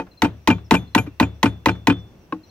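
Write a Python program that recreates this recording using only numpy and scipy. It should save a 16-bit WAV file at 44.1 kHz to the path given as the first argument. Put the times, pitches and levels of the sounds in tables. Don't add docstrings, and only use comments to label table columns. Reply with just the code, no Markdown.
import sys
import numpy as np
from scipy import signal
from scipy.fft import rfft, irfft, next_fast_len
from scipy.io import wavfile
from scipy.ndimage import map_coordinates

SR = 44100
rng = np.random.default_rng(int(sys.argv[2]) if len(sys.argv) > 2 else 0)


def gain_from_decibels(decibels):
    exponent = np.asarray(decibels, float) / 20
    return 10 ** exponent


def generate_wav(signal):
    frames = np.transpose(np.atleast_2d(signal))
    scaled = np.clip(frames, -1, 1) * 32767
    pcm = np.round(scaled).astype(np.int16)
    wavfile.write(sys.argv[1], SR, pcm)


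N = 110250
PAD = 4410
T = np.arange(SR // 2) / SR

# start_s, peak_db, thump_db, thump_delay_s, boom_db
BLOWS = [
    (.22, -8.5, -10.5, .0135, -3.5),
    (0.4744, -7, -7.5, .012, 4.5),
    (0.7097, -5.5, -7, 0.011, 3.5),
    (0.9492, -7.5, -8, 0.01122, 0.5),
    (1.1994, -8.5, -8, .011, 0.5),
    (1.43, -8, -9.5, 0.01065, 1),
    (1.6588, -9, -12, .011, 2),
    (1.871, -8.5, -6.5, .012, 3),
]
# thump_hz, low_wood_db, knock_db, grain_db, steel_db
BLOW_COLOURS = [(275, -21.5, -11.5, -12.5, -37), (271.5, -19.5, -7, -16.5, -14), (247, -20, -3, -14.5, -28),
                (260, -25, -5, -13.5, -27.5), (260, -30, -6, -15.5, -16.5), (251.5, -20.5, -5, -13, -23),
                (270, -15, -5, -12, -17), (265.5, -16, -8, -11, -16)]
STEEL_LEVELS = [(-51, -56.5, -48, -63), (-41.5, -39.5, -70, -57), (-34, -33.5, -37, -41.5),
                (-47.5, -33, -35, -38.5), (-40, -41.5, -45, -69), (-37, -47, -37, -60.5),
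                (-35, -48, -43, -67), (-30, -61, -48.5, -66)]
STEEL_HZ = [3491, 6850, 9003, 11350]
# t60_s, delay_s, attack_s
STEEL_ENVELOPES = [(0.38, 0.0085, 0.025), (0.11, .029, .002), (0.13, 0.0062, 0.0034), (0.16, 0.031, .002)]
# start_s, peak_db, clang_db, bright_db, wood_db
CLANKS = [
    (0.2452, -8.5, -18, -21.5, -10),
    (0.5029, -7, -12.5, -20, -9),
    (0.7413, -6.5, -15, -10.5, -8),
    (0.9777, -10, -14.5, -13.5, -10),
    (1.2259, -12.5, -17.5, -23, -13),
    (1.4566, -9, -17.5, -21, -15),
    (1.687, -9, -17, -21.5, -11),
    (1.899, -7.5, -14, -24, -13),
]
# start_s, peak_db, clang_db, bright_db, wood_db
EARLIER_CLANK = [
    (-.008, -11.5, -25, -29, -10),
]
# start_s, level_db
RATTLES = [
    (0.065, -39),
    (.575, -35),
    (0.819, -38),
    (1.063, -31),
    (1.523, -39),
    (1.75, -34),
    (1.965, -36.5),
]
# start_s, level_db, pitch_hz, hold_s
CHATTER = [(.245, -22.5, 2430, 0.013), (.262, -30.5, 2433, 0.011), (.5035, -14, 2406, 0.0087),
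           (.511, -18, 2388, 0.027), (.526, -19, 2408, 0.0074), (.7415, -27, 2370, 0.0094),
           (.75, -18, 2388, .013), (.766, -14.5, 2443, 0.006), (.776, -25, 2436, 0.0056),
           (.979, -12.5, 2398, 0.027), (1.0, -28, 2390, 0.011), (1.0677, -41.5, 2395, 0.019),
           (1.2275, -16, 2425, 0.014), (1.4575, -19, 2417, .016), (1.681, -25, 2580, .004),
           (1.687, -17, 2400, 0.015), (1.8985, -14.5, 2444, 0.011), (1.912, -28.5, 2464, 0.0091),
           (-.01, -26, 2473, 0.023)]
# start_s, level_db
SNAPS = [(0.2444, -24), (0.252, -22.5), (0.502, -13), (0.7394, -13.5), (0.752, -14), (0.9785, -18),
         (0.985, -18), (1.2268, -21), (1.4588, -18.5), (1.6846, -15), (1.694, -21), (1.8997, -19),
         (1.905, -23)]
# start_s, level_db, pitch_hz, hold_s
SWINGS = [(0.245, -13.5, 285, 0.027), (0.501, -16.5, 240.5, 0.024), (0.514, -16, 260, 0.013),
          (0.739, -12.5, 270, 0.017), (.972, -24, 270, .008), (0.995, -20, 260, 0.01),
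          (1.225, -13.5, 270, .012), (1.46, -14.5, 275, 0.015), (1.684, -12, 270, 0.0075),
          (1.902, -13.5, 280.7, 0.031), (1.074, -25.5, 290, 0.015)]
# start_s, crack_db, ring_db, thud_db, thud_tuning (ratio)
TAPS = [
    (2.3241, -31, -18.5, -24, 1.001),
]
# start_s, length_s, level_db, pitch_hz
CHIRPS = [
    (0.111, 0.026, -53.5, 4130),
    (.172, 0.028, -49, 4170),
    (0.642, .015, -57.5, 5640),
    (0.657, .02, -57, 5260),
    (0.871, 0.03, -56, 4180),
    (0.931, .015, -56.5, 4110),
    (1.709, .025, -48, 4190),
    (2.38, 0.018, -71.5, 3910),
    (2.432, 0.024, -52, 4170),
    (2.49, 0.013, -52.5, 4200),
]

# pitch_hz, density_db
CRACK = [(180, -38), (300, -3.5), (1040, -6), (2280, 8.5), (4850, -7), (6780, -7), (9180, -18),
         (13700, -17), (16500, -30)]
# pitch_hz, density_db
CLATTER = [(180, -16), (300, -9), (638, -12), (938, -15.5), (1230, -13), (5020, -35.5), (9020, -50),
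           (15400, -59), (16500, -62)]
# pitch_hz, density_db
SCATTER = [(24, -42), (40, -19), (101, 2), (701, -24.5), (1540, -33), (3310, -38.5), (3550, -40.5),
           (3820, -38), (12000, -96), (15600, -56), (22000, -120)]

HANDLE = [(734.6, -14.5, 0.082), (895.7, -5.5, 0.082), (1510, -11.5, 0.032), (2540, -17, 0.015),
          (3863, 11, 0.0045), (5830, -5.5, 0.0088)]
# pitch_hz, level_db, t60_s
LOW_WOOD = [(456.5, 0.6, 0.097), (533.6, 0, 0.075)]
# pitch_hz, level_db, t60_s
GRAIN = [(1960, 5.6, 0.018), (1469, -9, 0.032), (3058, -9, .03)]
# pitch_hz, level_db, t60_s
KNOCK = [(1026.4, 1.5, .026)]
# pitch_hz, level_db, t60_s
TANG = [(14220, -35.5, .08), (15150, -36.5, .1)]
# pitch_hz, level_db, t60_s
BENCH = [(72.83, -29.5, 0.67), (105.9, -20, 0.35), (180.4, -21.5, 0.24), (281.5, -11.5, 0.12),
         (343.4, -15.5, 0.12)]
# pitch_hz, level_db, t60_s
CLANG = [(2635, -2.5, 0.051), (2717, -10, 0.046), (3140, -16, 0.11), (1617, -3, 0.03), (1492, -6, 0.063),
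         (1249, -31, 0.0583), (1900, -17.5, 0.051), (1022, -8.5, 0.064)]
# pitch_hz, level_db, t60_s
BRIGHT_STEEL = [(6250, -34, 0.24), (8030, -23.5, 0.084), (9787, -32.5, 0.089), (12450, -43.5, .07)]
# pitch_hz, level_db, t60_s
SNAP = [(2870, 2.5, 0.014), (3930, -12, 0.011), (1584, -5, 0.026), (6330, -20.5, 0.011),
        (5500, -14.5, 0.023)]
# pitch_hz, level_db, t60_s
TAPPED = [(863, -12, 0.085), (1072, 9.5, 0.033), (1200, -21, 0.07), (1560, 4, 0.0153), (546, -0.5, .03),
          (2400, -13, 0.027), (2590, -4.5, 0.019), (2890, -5, 0.014), (3850, -8.5, 0.012)]
# pitch_hz, level_db, t60_s
THUD = [(183, -6, 0.18), (281.4, 6.5, 0.085), (312, 1, 0.19), (482, -4.5, 0.069), (750, -12.5, 0.12)]

# pitch_hz, density_db
YARD = [(22, -4.5), (110, 0), (400, -10.5), (1500, -25), (6300, -37), (6900, -39.5), (10000, -45),
        (13500, -38)]
# start_s, level_db
SWELL = [(0, 7), (.2, -7), (1.15, -6), (2.101, 2), (2.5, -1)]
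# pitch_hz, width_hz, level_db
INSECTS = [(2736, 460, -71), (5860, 590, -73)]
# pitch_hz, likeness (0 to 1)
AIR_LIKENESS = [(60, .95), (300, .92), (1000, .4), (4000, .2)]
# pitch_hz, left_over_right_db
BALANCE = [(60, 2.4), (300, 2.6), (700, .5), (1400, 1.5), (2800, 2), (5600, -3), (14000, -9)]
# pitch_hz, left_lead_rad
LEFT_LEAD = [(250, 0), (700, .45), (1400, .7), (2800, 1.4), (9000, 1.6)]


def unit(x):
    return x / np.sqrt(np.mean(x ** 2) + 1e-20)


def along(points, hz):
    f, v = np.transpose(points)
    return np.interp(np.log(hz + 1), np.log(f + 1), v)


def filtered(x, response):
    m = next_fast_len(x.shape[-1] + 8192)
    spectrum = rfft(x, m) * response(np.fft.rfftfreq(m, 1 / SR))
    return irfft(spectrum, m)[..., :x.shape[-1]]


def hiss(spectrum, likeness, size):
    def split(hz):
        angle = np.arccos(np.clip(along(likeness, hz), -1, 1)) / 2
        return gain_from_decibels(along(spectrum, hz)) * [np.cos(angle), np.sin(angle)]

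    shared, opposed = filtered(rng.standard_normal((2, size)), split)
    return unit(np.array([shared + opposed, shared - opposed]))


def wander(points, rate_hz, t=T):
    return map_coordinates(rng.standard_normal(points), [t * rate_hz])


def fade(t60_s, attack_s):
    return gain_from_decibels(-60 * T / t60_s) * (1 - np.exp(-T / attack_s))


def ring(modes, attack_s):
    hz, db, t60_s = np.transpose(modes)[:, :, None]
    luck = rng.standard_normal((3, len(modes), 1))
    level = gain_from_decibels(db + 1.5 * luck[0])
    phase = 2 * np.pi * hz * (1 + .005 * luck[1]) * T + .4 * luck[2]
    return (level * fade(t60_s, attack_s) * np.sin(phase)).sum(0)


def held(hz, hold_s, t60_s, attack_s):
    return fade(t60_s, attack_s) * np.sin(2 * np.pi * hz * T) / (1 + (T / hold_s) ** 3)


def burst(spectrum, treble_likeness, t60_s, attack_s, rough_db, rate_hz):
    lumps = wander(400, rate_hz)
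    noise = hiss(spectrum, [(80, 1.0), (400, 0.71), (3000, treble_likeness)], size=len(T))
    return noise * fade(t60_s, attack_s) * gain_from_decibels(rough_db * lumps)


def silence():
    return np.zeros((2, PAD + N + SR))


def add(out, start_s, x):
    out[:, PAD + round(start_s * SR):][:, :len(T)] += x


def chatter():
    out = silence()
    for start_s, db, hz, hold_s in CHATTER:
        add(out, start_s, gain_from_decibels(db + 1.0) * held(hz, hold_s, 0.13, 0.0028))
    return out


def clanks():
    out = silence()
    for start_s, db, clang_db, bright_db, wood_db in list(CLANKS) + list(EARLIER_CLANK):
        add(out, start_s, gain_from_decibels(db - 9.5) * burst(CLATTER, 0.3, 0.079, 0.0002, 3.7, 433.5))
        add(out, start_s, gain_from_decibels(clang_db) * ring(CLANG, 0.0036))
        add(out, start_s, gain_from_decibels(bright_db) * ring(BRIGHT_STEEL, 0.0012))
        wood = ring(HANDLE[:3], 0.0025) + 0.24 * ring(LOW_WOOD, 0.0073)
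        upper_bench = gain_from_decibels(2.0) * ring(BENCH[2:], 0.0044)
        add(out, start_s, gain_from_decibels(wood_db) * (wood + upper_bench))
    return out


def yard():
    t = np.arange(N) / SR
    air = gain_from_decibels(-50) * hiss(YARD, AIR_LIKENESS, size=N)
    rumble = filtered(air, lambda hz: 1 / (1 + (hz / 900) ** 2))
    swell_db = np.interp(t, *np.transpose(SWELL)) + 0.5 * wander(200, 6.86, t)
    out = air + rumble * (gain_from_decibels(swell_db) - 1)
    for hz, width_hz, db in INSECTS:
        band = [(hz - width_hz, -18), (hz, 0), (hz + width_hz * 0.29, -30), (20000, -90)]
        out = out + gain_from_decibels(db + 3.5 * wander(200, 25, t)) * hiss(band, [(100, 0.13)], size=N)
    return filtered(out, lambda hz: hz < 15800)


def rattles():
    out = silence()
    for start_s, db in RATTLES:
        rub = burst(CLATTER, 0.37, 0.07, 0.0105, 2.9, 225)
        add(out, start_s, gain_from_decibels(db) * (rub + 0.18 * ring(CLANG, 0.0043)))
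    return out


def crickets():
    out = silence()
    pulse_s = .0165
    side_db = np.array([[5], [-.7]])
    strokes = np.abs(np.sin(np.pi * T / pulse_s / (1 + .3 * np.exp(-T / pulse_s)))) ** .7
    for start_s, length_s, db, hz in CHIRPS:
        tail = .3 * gain_from_decibels(-60 * (T - length_s) / 0.0812)
        shape = np.clip(T / 0.0028, 0, 1) * np.where(T < length_s, 1 - .5 * T / length_s, tail)
        waver = np.cumsum(wander(100, 120)) / SR
        tone = np.sin(2 * np.pi * hz * (T - 0.21 * T * T + .008 * waver))
        add(out, start_s, gain_from_decibels(db + side_db) * shape * strokes * tone)
    return out


def blows():
    out = silence()
    face = burst(CRACK, 0.31, 0.014, 0.003, 1.62, 430)
    for (start_s, db, thump_db, thump_delay_s, boom_db), colour in zip(BLOWS, BLOW_COLOURS):
        thump_hz, low_wood_db, knock_db, grain_db, steel_db = colour
        crack = gain_from_decibels(-5.0) * burst(CRACK, 0.52, 0.043, 0.00078, 2.4, 540)
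        clatter = gain_from_decibels(-2.0) * burst(CLATTER, 0.26, 0.094, 0.0098, 1.1, 300)
        add(out, start_s - .0008, gain_from_decibels(db) * (gain_from_decibels(1.0) * face + crack + clatter))
        add(out, start_s, gain_from_decibels(db - 17) * burst(CRACK, 0.16, .1, .007, 4.4, 600))
        add(out, start_s, gain_from_decibels(db + 3.5) * ring(HANDLE, 0.0019))
        add(out, start_s, gain_from_decibels(low_wood_db) * ring(LOW_WOOD, 0.00307))
        add(out, start_s, gain_from_decibels(grain_db) * ring(GRAIN, 0.00086))
        add(out, start_s + .005, gain_from_decibels(steel_db) * held(2480, .01, 0.1, 0.0021))
        knock = gain_from_decibels(knock_db + 1.5) * ring(KNOCK, 0.00193)
        add(out, start_s + 0.001397, knock + gain_from_decibels(db) * ring(TANG, .003))
        add(out, start_s + thump_delay_s, -gain_from_decibels(thump_db + 10.0) * held(thump_hz, 0.0085, 0.098, 0.0031))
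        add(out, start_s + 0.01609, gain_from_decibels(boom_db) * ring(BENCH, 0.0083))
        add(out, start_s, gain_from_decibels(db - 11.0) * burst(SCATTER, 0.253, 0.35, .02, 0.41, 90))
    return out


def steel_rings():
    out = silence()
    for blow, levels in zip(BLOWS, STEEL_LEVELS):
        for hz, db, (t60_s, delay_s, attack_s) in zip(STEEL_HZ, levels, STEEL_ENVELOPES):
            flutter_db = 2.1 * (hz > STEEL_HZ[0]) * wander(400, hz / 70)
            tone = fade(t60_s, attack_s) * np.sin(2 * np.pi * hz * T)
            add(out, blow[0] + delay_s, gain_from_decibels(db + flutter_db) * tone)
    return out


def snaps():
    out = silence()
    for start_s, db in SNAPS:
        add(out, start_s, gain_from_decibels(db) * ring(SNAP, .0003))
    return out


def swings():
    out = silence()
    for start_s, db, hz, hold_s in SWINGS:
        add(out, start_s, gain_from_decibels(db + 4.0) * held(hz, hold_s, 0.19, 0.0019))
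    return out


def taps():
    out = silence()
    for start_s, crack_db, ring_db, thud_db, tuning in TAPS:
        crack = burst(CRACK, 0.8, 0.0078, 0.00066, 1.4, 300)
        clatter = .6 * burst(CLATTER, 0.55, 0.11, 0.0023, 2.9, 260)
        add(out, start_s, gain_from_decibels(crack_db) * (crack + clatter))
        add(out, start_s, gain_from_decibels(ring_db) * ring(TAPPED, 0.0021))
        tuned_thud = np.multiply(THUD, [tuning, 1, 1])
        add(out, start_s + .004, gain_from_decibels(thud_db) * ring(tuned_thud, 0.0027))
    return out


def scene():
    side = np.array([[.5], [-.5]])

    def ports(hz):
        return gain_from_decibels(side * along(BALANCE, hz)) * np.exp(1j * side * along(LEFT_LEAD, hz))

    vise = chatter() + clanks() + rattles() + snaps() + swings()
    work = filtered(vise + blows() + steel_rings() + taps(), ports)
    return (work + crickets())[:, PAD:PAD + N] + yard()


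def top_cut(x):
    return signal.sosfilt(signal.butter(12, 16850, fs=SR, output="sos"), x)


def record(dry):
    limited = dry / (1 + np.abs(dry / 1.2) ** 4) ** (1 / 4)
    mix = filtered(limited, lambda hz: (hz < 16800) / np.sqrt(1 + (41.8 / (hz + 1)) ** 4))
    return top_cut(mix)


dry = scene()
out = record(dry)
generate_wav(out)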